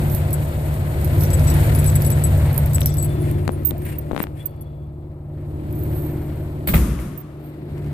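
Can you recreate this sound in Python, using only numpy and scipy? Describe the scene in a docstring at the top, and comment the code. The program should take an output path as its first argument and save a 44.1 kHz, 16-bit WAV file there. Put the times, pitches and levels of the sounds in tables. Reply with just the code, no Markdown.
"""An alley beside a steel door, then the empty hall behind it: a machine drones as wavering shaft orders over noise.
Keys jangle as noise clinks with ringing modes; the hand slips on the microphone case as air pulses and rasps.
Bright swishes, keys scraping and cloth, are noise strokes; thin metal rings and squeaks are wavering tones.
The door shuts: latch clacks and frame knocks are bursts, the leaf booms in low modes, a noise tail is the hall."""
import sys
import numpy as np
from scipy import signal
from scipy.fft import rfft, irfft, next_fast_len
from scipy.io import wavfile
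from scipy.ndimage import map_coordinates

SR = 44100
rng = np.random.default_rng(int(sys.argv[2]) if len(sys.argv) > 2 else 0)


def inscribe(sig):
    """Save sig as 16-bit PCM at rate SR to the path in sys.argv[1].

    A 1-D sig is mono; a 2-D sig holds one channel per row.
    Samples are clipped to [-1, 1] before scaling.
    """
    pcm = np.round(np.clip(np.atleast_2d(sig).T, -1, 1) * 32767)
    wavfile.write(sys.argv[1], SR, pcm.astype(np.int16))


N = 349713

# door contacts as it shuts and settles, levels relative: (time [s], clack [dB], knock [dB], boom [dB],
# hall [dB], leaf free to ring [s])
DOOR_CONTACTS = [(6.673, -8.5, -20.5, -34, -33, .03), (6.686, -13, -18, -30, -42, .025),
                 (6.692, -18, -22, -40, -46, .02), (6.705, -24, -30, -38, -46.5, 0.01),
                 (6.7349, -39, -25, -26.5, -38, 0.54), (6.738, -12, -15, -25.5, -28, .5),
                 (6.7425, -18, -15, -36, -40, .05), (6.756, -24, -19, -18, -35, 0.33),
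                 (6.765, -27, -22, -40, -44, .05), (6.777, -30, -25, -40, -46, .05),
                 (6.99, -48, -32, -44, -41.5, .05)]
# lower part of a key contact: (frequency [Hz], density [dB/Hz])
DULL_SPECTRUM = [(2000, -32), (3500, -7.5), (5500, -2), (7000, -6), (9000, -19.5)]


def amp(db):
    """Gain of a level in dB."""
    return 10 ** (np.asarray(db) / 20)


def unit(x):
    """Scaled to rms 1."""
    return x / np.sqrt(np.mean(x ** 2) + 1e-20)


def along(points, hz):
    """(Hz, value) points interpolated on a log frequency axis."""
    f, v = np.transpose(points)
    return np.interp(np.log(hz + 1), np.log(f + 1), v)


def curves(rows):
    """One value per sample for each column after the time."""
    s, *cols = np.transpose(rows)
    return [np.interp(np.arange(N) / SR, s, c) for c in cols]


def wobble(rate_hz):
    """Smooth random curve, rate_hz knots a second."""
    at = np.arange(0, N + 32, 32)
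    knots = rng.standard_normal(int(N * rate_hz / SR) + 4)
    smooth = map_coordinates(knots, [at * rate_hz / SR], mode="nearest")
    return np.interp(np.arange(N), at, smooth)


def filtered(x, response):
    """x times a response of frequency."""
    m = next_fast_len(x.shape[-1] + 8192)
    return irfft(rfft(x, m) * response(np.fft.rfftfreq(m, 1 / SR)), m)[..., :x.shape[-1]]


def coloured(x, spectrum):
    """x shaped by (Hz, dB) points, rms 1."""
    return unit(filtered(x, lambda hz: amp(along(spectrum, hz))))


def sides(db):
    """Left and right gains for a left-minus-right level."""
    return np.sqrt(2 / (1 + amp(np.array([-2 * db, 2 * db]))))


def ports(pair, spectrum):
    """Two noises coloured and blended to rms 1; the microphone ports are most alike in the bass."""
    # left-right likeness: (frequency [Hz], likeness [0-1])
    likeness = [(60, .993), (150, .99), (300, .9), (600, 0.78), (1200, .45), (3000, .3), (6000, .05),
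                (14000, 0.031)]
    # port balance: (frequency [Hz], left minus right [dB])
    port_lean = [(60, 1.5), (110, 0.5), (200, 0.5), (380, 2), (700, 3.5), (1290, 7), (2380, 4.5),
                 (4400, -2.5), (8120, 13.5), (15000, -12)]
    m = next_fast_len(pair.shape[1])
    hz = np.fft.rfftfreq(m, 1 / SR)
    angle = np.arccos(np.clip(along(likeness, hz), -1, 1)) / 2
    mid, side = rfft(pair, m) * amp(along(spectrum, hz)) * [np.cos(angle), np.sin(angle)]
    blended = np.array([mid + side, mid - side]) * sides(along(port_lean, hz))
    return unit(irfft(blended, m)[:, :pair.shape[1]])


def rush(spectrum, grain_db=0.):
    """Steady stereo noise; grain makes it scratchy."""
    return ports(rng.standard_normal((2, N)) * amp(grain_db * wobble(90)), spectrum)


def strokes(table):
    """Level of rubbing strokes that swell to a peak and fade, linear in dB."""
    out, t = np.zeros(N), np.arange(N) / SR
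    for s, db, rise_s, fall_s in table:
        near = slice(max(round((s - 3 * rise_s) * SR), 0), round((s + 3 * fall_s) * SR))
        out[near] += amp(db - 20 * np.maximum((s - t[near]) / rise_s, (t[near] - s) / fall_s))
    return out


def add(track, s, sound):
    """Mix a stereo sound in at s seconds."""
    part = track[:, round(s * SR):][:, :sound.shape[1]]
    part += sound[:, :part.shape[1]]


def machine():
    """Shaft orders waver one by one over rumble, roar, humming panels, whirr, air and hiss."""
    # shaft orders: (multiple of shaft speed, level over the drone [dB])
    shaft_orders = [(2, -17), (3, -15), (4, -3), (5, -4.5), (6, -7.5), (7, -14.5), (8, -2), (10, -21),
                    (12, -24), (13, -22.5)]
    # humming panels: (frequency [Hz], level over the roar [dB])
    panel_modes = [(308, -4.5), (353, -2.5)]
    # levels heard, one list door ajar, one door shut: (time [s], drone [dB], roar [dB], air [rel dB])
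    machine_levels = [
        [(0.0, -17, -31.5, -41), (0.16, -20.5, -35, -43), (0.8, -22.5, -38, -45), (1.25, -16.5, -29, -40),
         (1.42, -14, -32, -38), (1.62, -14.5, -27.5, -36), (1.97, -16, -35.5, -40), (2.5, -16, -34.5, -41),
         (2.72, -17.5, -38.5, -44), (2.95, -19, -34, -47.5), (3.29, -19, -31, -47), (3.5, -25.5, -34, -53.5),
         (4.08, -27.5, -39, -55), (4.19, -36, -35, -53), (4.32, -30, -42, -61), (4.45, -33.5, -45.5, -62),
         (4.83, -31.5, -46.5, -67), (5.2, -34.5, -46.5, -68.5), (5.62, -25.5, -35, -56.5),
         (5.92, -23, -33.5, -50), (6.6, -27, -36.5, -55)],
        [(7.2, -43.5, -41.5, -64), (7.482, -39, -41.5, -57), (7.62, -38, -37.5, -58.5),
         (7.78, -32.5, -35, -53.5), (7.93, -30.5, -35, -53.5)],
    ]
    # noise spectra, each: (frequency [Hz], density [dB/Hz])
    rumble_spectrum = [(13, -50), (22, -23), (45, -16), (59, -5), (86, -1), (155, -6.5), (172, -15.5),
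                       (199, -15.5), (260, -21), (340, -49), (570, -120)]
    roar_spectrum = [(100, -31), (170, -8), (177, -9.5), (231, -8), (279, -6.5), (356, -3.5), (430, -14.5),
                     (560, -46), (950, -120)]
    whirr_spectrum = [(250, -33.5), (430, -8.5), (455, -3.5), (611, -1), (774, -9), (1030, -13.5),
                      (1170, -17.5), (1300, -16), (1690, -45), (2860, -120)]
    air_spectrum = [(530, -8.5), (900, 3), (1220, -3.5), (1390, 2), (2120, 1), (3120, -6.5), (4370, -9),
                    (5900, -21), (7000, -27.5), (9100, -28.5), (15400, -120)]
    hiss_spectrum = [(3240, -27.5), (5500, -13), (5980, -19), (6260, -12), (6900, -7.5), (8620, -1),
                     (10000, -7.5), (11500, -2.5), (12200, -3), (12900, 0.5), (14300, -2), (14750, -6),
                     (15000, -8)]
    # level following the air: (rel level with air at -50 dB [dB], slope [dB per dB of air])
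    whirr_law = (-42.3, .55)
    hiss_law = (-53.5, 1.12)
    # passing the doorway: (start [s], end [s])
    doorway_s = (2.6, 3.2)
    # relative levels in alley, hall, hall with door shut: (order 8 [dB], first panel [dB],
    # second panel [dB], rumble [dB], whirr and hiss [dB])
    places = [(0.1, -7, -2, 3.5, 1.5), (0.6, 4.5, 0.4, -1.5, 0.1), (7, 0.1, -4, 5, -3)]
    # microphone turning from the machine: (time [s], left behind right [ms], extra roar left minus right [dB])
    facing = [(0, .26, 0.1), (2.3, .26, -1), (2.7, -.25, -1), (3.3, -.35, 4), (3.6, -.42, 3),
              (4.6, -.33, 1), (5.0, -.2, -1), (5.3, -.1, -1), (5.6, .3, -1), (6.0, .2, -1),
              (6.25, -.08, -1), (6.6, .3, -1), (7.0, -.3, -1), (7.9, -.12, -1)]
    shaft_hz = 18.35

    ajar, shut = machine_levels
    shut_s = DOOR_CONTACTS[0][0]
    ducked_s = shut_s + .01  # the hum ducks at the first clack
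    drone_db, roar_db, air_db = curves(
        [*ajar, (shut_s, *ajar[-1][1:]), (ducked_s, *shut[0][1:]), *shut])
    whirr_db, hiss_db = (db + slope * (air_db + 50) for db, slope in (whirr_law, hiss_law))
    alley, inside, closed = places
    top_db, *panel_db, rumble_db, boost_db = curves(
        [(doorway_s[0], *alley), (doorway_s[1], *inside), (shut_s, *inside), (ducked_s, *closed)])

    def tone(phase, waver):
        level = amp(waver * wobble(5))
        return level * np.sin(phase + 0.13 * waver * wobble(4) + rng.uniform(0, 2 * np.pi))

    turn = 2 * np.pi * np.cumsum(shaft_hz * (1 + 0.0011 * wobble(1.54))) / SR
    orders = sum(amp(db + top_db * (k == 8)) * tone(k * turn, 1.2 if k in (4, 8) else 2.2)
                 for k, db in shaft_orders)
    panels = sum(amp(db + share_db) * tone(2 * np.pi * hz * np.arange(N) / SR, 1.3)
                 for (hz, db), share_db in zip(panel_modes, panel_db))
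    rumble = amp(rumble_db - 7.5) * rush(rumble_spectrum)
    drone = amp(drone_db) * (orders * sides(0.53)[:, None] + rumble)
    roar = amp(roar_db + .8 * wobble(4)) * (rush(roar_spectrum) + panels * sides(3.)[:, None])
    roar = roar + amp(whirr_db + boost_db + 2.5) * rush(whirr_spectrum)
    air = amp(air_db + 2.5) * rush(air_spectrum, 1.4)

    lag_ms, lean_db = curves(facing)
    late = np.arange(N) + np.array([[-.5], [.5]]) * lag_ms * SR / 1000
    mixed = drone + roar * sides(lean_db) + air
    low = np.array([map_coordinates(x, [at], mode="nearest") for x, at in zip(mixed, late)])
    return low + amp(hiss_db + boost_db + 2.5) * rush(hiss_spectrum, 1.3)


def keys():
    """Contacts clink; the struck piece rings freely, then damped, out of step at the two ports."""
    # modes of each piece, main one first: (frequency [Hz], level [dB], left minus right [dB],
    # share of the hand's lean, usual free ring [s])
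    BIG = [(7850, -1.5, 16, .1, .014), (10930, -4, 8, .3, .011), (11140, -4, 9, .3, .011),
           (11300, -6, 12, .3, .009)]
    SMALL = [(14620, 0.1, -3, 1.4, .006), (9320, 0.1, -5, .4, .015)]
    FOB = [(10210, 0.1, 16, .3, .009), (10700, 0.1, 10, 1.1, .014), (9310, -6, 10, 1.1, .017)]
    TAG = [(5700, 0.1, 4, .1, .016), (4430, 0.1, 6, .1, .02)]
    # key contacts, levels relative: (time [s], clink [dB], piece that rings, ring [dB],
    # other modes over the main one [dB], free ring, where given [s])
    contacts = [(0.0997, -24, SMALL, -51, -10), (0.149, -13, SMALL, -38, -15), (0.3071, -28, BIG, -60, 16),
                (0.33, -16, BIG, -30, 11), (0.7416, -30, BIG, -55, 3), (1.013, -27.5, BIG, -55, 3),
                (1.0459, -18.5, SMALL, -41, -9), (1.076, -27, BIG, -55, 3), (1.2081, -18.5, BIG, -45, 16),
                (1.21, -60, TAG, -44, -15), (1.236, -19, TAG, -40, -15), (1.252, -40, TAG, -44, -15, .008),
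                (1.3038, -23, BIG, -25, -15, .008), (1.3318, -27, BIG, -20, -5),
                (1.333, -60, TAG, -41, -15, .008), (1.3946, -25, BIG, -50, 3),
                (1.471, -31, BIG, -22, -12, .016), (1.475, -60, TAG, -37, -4, .01),
                (1.492, -45, BIG, -24, -12, .018), (1.5008, -21, BIG, -34, 11),
                (1.502, -60, TAG, -43, -3, .008), (1.5406, -32, BIG, -48, 19, .03),
                (1.7498, -20.5, FOB, -21, -22), (1.7862, -35, BIG, -26, 4), (1.843, -19, BIG, -29, -12),
                (1.8596, -28, BIG, -35, 18), (1.873, -40, BIG, -15.5, -22, .023),
                (1.8806, -26, BIG, -50, 3), (1.9, -23.5, BIG, -50, 3), (1.955, -15, BIG, -21, 1.5),
                (2.0207, -15, SMALL, -45, -5), (2.0486, -22, BIG, -25, -6, .03), (2.0644, -23, BIG, -27, 7),
                (2.1037, -16, BIG, -45, 23), (2.1174, -31, BIG, -26, -12), (2.2377, -22, BIG, -17, 1.5),
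                (2.2628, -37, BIG, -45, 19), (2.53, -22, SMALL, -50, -5), (2.544, -21, SMALL, -50, -5),
                (2.5621, -24.5, SMALL, -50, -5), (2.5786, -9, BIG, -55, 18), (2.6603, -21.5, BIG, -50, 3),
                (2.7336, -21, BIG, -29, -12), (2.7461, -13.5, BIG, -15.5, -22),
                (2.7594, -23.5, BIG, -45, 3), (2.807, -16, BIG, -29, -11, .006),
                (2.823, -50, TAG, -37, -15, .012), (2.8324, -35.5, BIG, -55, 3),
                (2.858, -40, SMALL, -25, -18), (2.859, -8, BIG, -26, -4, .006),
                (2.86, -60, TAG, -31, -14, .008), (2.8714, -18.5, TAG, -48, -10, .02),
                (2.891, -45, BIG, -29, -15), (2.922, -50, TAG, -45, -15), (2.941, -22, BIG, -45, 3),
                (2.97, -20, BIG, -30, -12), (2.9814, -31, BIG, -19, -12, .02),
                (3.007, -40, BIG, -24, -12, .012), (3.0259, -17, BIG, -22, -18, .012),
                (3.0455, -21, FOB, -45, 21), (3.048, -60, BIG, -36, -15, .015),
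                (3.05, -60, TAG, -55, -15, .03), (3.0564, -44, SMALL, -36, -15),
                (3.09, -50, FOB, -43, -9, .04), (3.2, -50, FOB, -52, 12, .03),
                (3.2205, -39, SMALL, -41, -12), (3.313, -20.5, SMALL, -55, -5),
                (3.5193, -28, FOB, -55, 15, .04), (3.528, -50, SMALL, -39, -18),
                (3.633, -41, SMALL, -35, -22), (3.6497, -28, SMALL, -8, -33, .055),
                (3.688, -36, SMALL, -60, -5), (3.7802, -32, SMALL, -35, -30), (3.8196, -32, SMALL, -38, -7),
                (3.852, -34.5, SMALL, -29, -22), (3.9847, -37, SMALL, -19, -45, .004),
                (4.012, -38, SMALL, -60, -5), (4.2262, -41, SMALL, -17.5, -40),
                (4.429, -42, SMALL, -60, -5), (4.4368, -42, SMALL, -60, -5),
                (4.4574, -20, SMALL, -14, -40, .004), (4.4595, -60, BIG, -47, 11),
                (4.462, -70, TAG, -60, -5), (4.4952, -43, SMALL, -60, -5), (4.5087, -41, SMALL, -60, -5),
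                (4.6102, -33, BIG, -62, 28), (4.611, -70, TAG, -60, -5), (4.612, -60, SMALL, -48, -20, .02),
                (5.7118, -37, SMALL, -60, -5), (5.727, -28, SMALL, -50, -5), (5.8345, -31, SMALL, -27, -25),
                (7.176, -33, SMALL, -28, -30, .04)]
    # upper part of a contact: (frequency [Hz], density [dB/Hz])
    clink_spectrum = [(1500, -40), (4000, -28), (6200, -39), (8000, -18), (11000, 1), (13300, 6),
                      (14600, 0), (16500, -4)]
    # where the keys hang: (time [s], left minus right [dB], dull part of a contact [rel dB])
    hand_place = [(0, -13, -37), (1.1, -7, -39), (1.23, -4, -30), (1.39, -7, -36), (1.5, -8, -29),
                  (2.1, -5, -34), (2.6, -9, -46), (2.74, 2, -35), (2.88, 1, -31), (3.0, -1, -45),
                  (3.3, -16, -45), (3.65, -34, -45), (3.85, -15, -47), (4.0, -25, -58), (4.5, -22, -65),
                  (5.8, -21, -54), (7.2, -29, -52)]
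    dull_per_clink = .3  # dB per dB
    gripped_s = 3.3  # from here the fist holds the keys

    out, t = np.zeros((2, N)), np.arange(SR) / SR
    burst_t = t[:2048]
    hand_lean, hand_dull = curves(hand_place)
    noise = rng.standard_normal((len(contacts), 2, 2, 2048))
    chance = rng.uniform(size=(len(contacts), 4, 5))
    times = np.array([row[0] for row in contacts] + [np.inf])
    highs, lows = coloured(noise[:, 0], clink_spectrum), coloured(noise[:, 1], DULL_SPECTRUM)
    for contact, high, low, draws in zip(contacts, highs, lows, chance):
        s, db, piece, ring_db, others_db, *given_free_s = contact
        lean_db = hand_lean[round(s * SR)]
        low_db = hand_dull[round(s * SR)] + dull_per_clink * db
        rattle_db = -9 if s < gripped_s else -24  # a loose bunch rattles on after the contact
        dying = amp(-60 * burst_t / 0.0082) + amp(rattle_db - 60 * burst_t / 0.091)
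        clink = amp(db - 2.5) * high * dying * sides(lean_db)[:, None]
        add(out, s, clink + amp(low_db + 4) * low * dying)

        next_touch = times[times > s + .008].min() - s
        for k, (mode, mode_draws) in enumerate(zip(piece, draws)):
            hz, level_db, side_db, follows, usual_s = mode
            apart, split, beat, luck, grip = mode_draws
            peak_db = ring_db + level_db + (k > 0) * (others_db + 6 * (luck - .5))
            # a loose key shifts its pitch a little with the way it hangs
            hz = hz + 110 * (grip - .5) * (s < gripped_s)
            t60 = 0.24 * (14600 / hz) ** 1.47  # thin high modes lose their energy sooner
            u = t[:round(SR * (.07 + t60 / 3.5))]
            free_s = given_free_s[0] if given_free_s else min(usual_s * (.5 + beat), next_touch)
            # a touch takes most of the ring away; a faint, fluttering tail is left
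            damped = amp(-60 * np.maximum(u - free_s, 0) / 0.032)
            flutter = .6 + .4 * np.sin(2 * np.pi * (17 * u + luck))
            touched = damped + 650 / hz * (1 - u / u[-1]) * flutter
            rise = 1 - np.exp(-u / (.0005 * (11000 / hz) ** 2))  # low modes build up more slowly
            phase = 2 * np.pi * hz * u + [[0], [np.pi * (1 + apart) / 2]]
            twin = .5 * np.sin(phase * (1 + .012 * (split - .5)) + 2 * np.pi * beat)  # close twin beats
            pair = np.sin(phase) + twin
            balance = sides(side_db + follows * lean_db)[:, None]
            add(out, s + .0005, amp(peak_db - 2.5 - 60 * u / t60) * touched * rise * pair * balance)
    return out


def hand():
    """Each slip pumps air at the port: quick push, slow rebound, rasp of the case; palm and swishes rub."""
    # finger slips on the left port: (time [s], level [dB], 1 press or -1 release, width [ms],
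    # rasp over the level [dB])
    slips = [(2.783, -10.5, -1, 0.094, -8), (2.8171, -8.5, -1, 0.076, -2), (3.4786, -3, 1, 0.15, -12.5),
             (3.4924, 0.5, -1, 0.43, -36), (3.5035, -31, 1, .3, -30), (3.7089, -10, -1, 0.072, -1.5),
             (3.7177, -11, 1, 0.72, -40), (4.1124, -4, 1, 0.48, -44), (4.1176, -13, -1, 0.37, -17.5),
             (4.1323, -1.5, 1, 1, -44), (4.1478, -10, 1, 0.46, -20), (4.1642, -4.5, -1, 0.24, -22),
             (4.168, -21, -1, .2, -14), (4.1781, -6.5, -1, 0.23, -18), (4.1896, -18, -1, .2, -20),
             (4.197, -23, 1, .15, -14), (4.2029, -2, 1, 0.19, -18), (4.2042, -13, -1, .3, -20),
             (4.215, -20, -1, .3, -18), (4.2245, -22, -1, .4, -30), (4.2303, -18, 1, .4, -22),
             (4.2393, -9.5, 1, 0.17, -15), (4.2697, -17, 1, 0.17, -36)]
    # palm on the case: (peak time [s], level [dB], 20 dB rise [s], 20 dB fall [s])
    palm_strokes = [(3.26, -45, .05, .06), (3.304, -43.5, .1, .02), (3.46, -48, .25, .012),
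                    (3.62, -56, .2, .012), (3.865, -42, .02, .15), (3.94, -41, .2, .025),
                    (4.16, -53, .04, .04), (4.2, -42, .03, .03), (4.215, -41, .03, .03),
                    (4.238, -43, .05, .012), (4.37, -52, .02, .1), (4.41, -52, .08, .06)]
    # bright swishes on the right, keys scraping and cloth: (peak time [s], relative level [dB],
    # 20 dB rise [s], 20 dB fall [s])
    swish_strokes = [(.154, -29.5, .1, .045), (1.238, -30, .1, .04), (3.6, -52, .03, .03),
                     (3.9, -43, .08, .07), (5.776, -44, .1, .6), (5.956, -40, .04, .25),
                     (6.432, -61, .2, .25), (7.456, -49, .045, .08)]
    # rubbing spectra, each: (frequency [Hz], density [dB/Hz])
    palm_spectrum = [(590, -25), (1000, 1), (1170, -8), (1840, 5), (2740, 2), (3180, -5), (5660, -15),
                     (6200, -17), (8420, -2), (15000, -8)]
    swish_spectrum = [(3820, -55), (6500, -42), (8330, -2), (9480, -15), (10700, -9), (11200, -8),
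                      (12200, -6), (12900, 7), (15000, -9.5)]

    out, t = np.zeros((2, N)), np.arange(1024) / SR
    for (s, db, way, width_ms, rasp_db), r in zip(slips, rng.standard_normal((len(slips), 1024))):
        width_s = width_ms / 1000
        push = ((t / width_s) * np.exp(1 - t / width_s)) ** 3
        case_hz = 3700 * 2 ** np.clip(.15 * r[0], -.3, .1)  # the case rings differently under each grip
        rebound = 0.65 * np.sin(2 * np.pi * 170 * t) * amp(-60 * t / 0.019)
        rasp = (0.57 * r + np.sin(2 * np.pi * case_hz * t)) * amp(rasp_db - 60 * t / 0.0038)
        add(out, s, amp(db) * (np.sign(way) * (push - rebound) + rasp) * amp([[0], [-22]]))
    palm = strokes(palm_strokes) * rush(palm_spectrum, 3.0)
    swish = strokes(swish_strokes) * rush(swish_spectrum, 1.8) * sides(-9.0)[:, None]
    return out + palm + swish


def key_scrape():
    """Keys slide over one another: scratchy noise in strokes."""
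    # strokes: (peak time [s], level [dB], 20 dB rise [s], 20 dB fall [s])
    scrape_strokes = [(1.24, -44, .08, .03), (1.485, -45, .02, .06), (2.83, -47, .02, .03),
                      (2.865, -42, .01, .12)]
    return strokes(scrape_strokes) * rush(DULL_SPECTRUM, 4.)


def thin_tones():
    """Thin wavering metal rings and squeaks: rough-edged tones that bend into pitch, nearer the left port."""
    # tones: (peak time [s], pitch [Hz], relative level [dB], 20 dB rise [s], 20 dB fall [s],
    # bend per rise time [Hz], noise share [0-1])
    tone_rows = [(2.903, 3460, -46, .03, .06, 40, .2), (2.95, 3470, -53, .02, .15, 20, .2),
                 (2.995, 4470, -48, .04, .1, -40, .2), (3.028, 4450, -47, .04, .05, 10, .2),
                 (3.055, 4480, -48, .02, .025, 30, .3), (3.11, 3470, -51, .03, .25, 10, .15),
                 (3.268, 2230, -46, .02, .03, -60, .4), (3.26, 3465, -51, .03, .3, 10, .15),
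                 (3.39, 3470, -55, .1, .12, 10, .15), (3.382, 1700, -40, .006, .008, 100, .5),
                 (3.752, 660, -34, .06, .04, 250, .5), (3.943, 2720, -42, .015, .02, 120, .5),
                 (4.41, 3410, -39.5, .03, .03, 150, .25), (4.5, 3410, -62, .15, .25, 10, .4),
                 (4.475, 4470, -62, .01, .3, 10, .2), (4.545, 4470, -65, .1, .04, 10, .2),
                 (4.625, 3400, -65, .05, .03, 10, .5), (4.665, 3410, -55, .015, .04, 30, .25),
                 (4.73, 3410, -66, .15, .25, 10, .4), (4.85, 3415, -68, .15, .2, 10, .4)]
    out, t = np.zeros(N), np.arange(N) / SR
    drift, flutter, grit = wobble(45), amp(2.4 * wobble(40)), wobble(350)
    for s, hz, db, rise_s, fall_s, bend_hz, share in tone_rows:
        near = slice(round((s - 2 * rise_s) * SR), round((s + 2 * fall_s) * SR))
        bend = bend_hz * np.clip((s - t[near]) / rise_s, 0, 2)
        pitch_hz = hz * (1 + .004 * drift[near]) - bend
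        level = amp(db - 20 * np.maximum((s - t[near]) / rise_s, (t[near] - s) / fall_s))
        rough = 1 - share + share * grit[near]
        out[near] += level * flutter[near] * rough * np.sin(2 * np.pi * np.cumsum(pitch_hz) / SR)
    return out * sides(8.)[:, None]


def hall(t60s, seconds):
    """Fresh stereo noise tail, left energy 1, each frequency dying at its own speed."""
    hz, t, z = signal.stft(rng.standard_normal((2, round(seconds * SR))), SR, nperseg=256)
    tail = signal.istft(z * amp(-60 * t / along(t60s, hz)[:, None]), SR, nperseg=256)[1]
    return tail / np.linalg.norm(tail[0])


def door():
    """The latch clacks, the frame knocks and rings, the leaf booms in low modes, the hall carries it on."""
    # burst and hall spectra, each: (frequency [Hz], density [dB/Hz])
    clack_spectrum = [(1760, -41), (3000, -3), (4520, -3), (6250, -26), (7910, -1), (10500, -5),
                      (13900, 11), (15000, 15)]
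    knock_spectrum = [(150, -31), (250, 2), (700, -9), (1170, -12), (2190, -7), (2840, -23), (3840, -25),
                      (5000, -53), (6500, -73), (11000, -120)]
    # first contact of steel on steel
    crack_spectrum = [(500, -30), (1300, -3), (2200, 1.5), (3500, -10), (5000, -22), (9000, -30)]
    echo_spectrum = [(45, -12), (65, -3), (95, -4), (130, 3), (180, 0.5), (364, -12.5), (409, -19),
                     (601, -21.5), (802, -31), (1230, -25), (1490, -31.5), (2140, -32), (4370, -40),
                     (6550, -37), (13100, -29), (15000, -46)]
    # hall decay: (frequency [Hz], t60 [s])
    hall_t60 = [(300, 0.96), (1000, 1.6), (4000, 1.12), (14000, 0.62)]
    # steel leaf modes: (frequency [Hz], mean level [dB], t60 [s])
    leaf_modes = [(55.2, 0.5, 1.1), (67.1, 7, 0.9), (85, -4, 0.72), (122, 1.5, 0.6), (172, -7, 0.31),
                  (213, -14, 0.15), (292, -13, 0.43), (334, -12, 0.44), (472, -16, .2)]
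    # steel frame modes: (mean frequency [Hz], mean level [dB], t60 [s])
    frame_modes = [(598, 5, .05), (1370, -3, .025), (1520, -6, .02), (2190, -2, .022), (2680, -8, .02),
                   (3810, -14, .02), (4270, -13, .02)]

    out, t = np.zeros((2, N)), np.arange(SR) / SR
    burst_t = t[:4096]

    def burst(spectrum, t60):
        noise = coloured(rng.standard_normal((2, 4096)), spectrum)
        return noise * amp(-60 * burst_t / t60) * (1 - np.exp(-burst_t / .0008))

    def frame_mode(hz, level_db, t60):
        level = amp(level_db + rng.normal(0, 3) - 60 * burst_t / t60)
        phase = 2 * np.pi * hz * rng.normal(1, .04) * burst_t
        return level * np.sin(phase + rng.normal(0, .5, (2, 1)))

    def leaf_mode(hz, level_db, t60):
        level = amp(level_db + rng.normal(0, 0.8) - 60 * t / t60)
        return level * np.sin(2 * np.pi * hz * t + rng.normal(0, 0.3))

    for s, clack_db, knock_db, boom_db, hall_db, free_s in DOOR_CONTACTS:
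        clack = amp(clack_db) * burst(clack_spectrum, 0.16) * sides(1.0)[:, None]
        knock = burst(knock_spectrum, 0.04) + amp(2.5) * burst(crack_spectrum, 0.014)
        add(out, s, clack + amp(knock_db) * knock)
        frame = sum(frame_mode(*mode) for mode in frame_modes)
        add(out, s, amp(knock_db - 15) * frame * (1 - np.exp(-burst_t / .0012)))
        add(out, s + .008, amp(hall_db + 0.3) * ports(hall(hall_t60, 1.1), echo_spectrum))
        boom = sum(leaf_mode(*mode) for mode in leaf_modes)
        stopped = amp(-60 * np.maximum(t - free_s, 0) / 0.026)
        add(out, s, amp(boom_db) * boom * stopped * (1 - np.exp(-t / 0.0017)) * sides(.7)[:, None])
    return out


def scene():
    """Everything as it reaches the two ports."""
    return machine() + keys() + hand() + key_scrape() + thin_tones() + door()


def record(dry):
    """The treble stops steeply near 14.8 kHz, the highest peaks are rounded off, then the band is limited."""
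    # treble edge: (frequency [Hz], gain [dB])
    treble_edge = [(100, 0), (14760, 0), (15000, -26), (16100, -36)]
    top_hz = 16085
    heard = filtered(dry, lambda hz: amp(along(treble_edge, hz)))
    soft = heard / (1 + np.abs(heard / .92) ** 6) ** (1 / 6)
    return filtered(soft, lambda hz: hz < top_hz)


dry = scene()
out = record(dry)
inscribe(out)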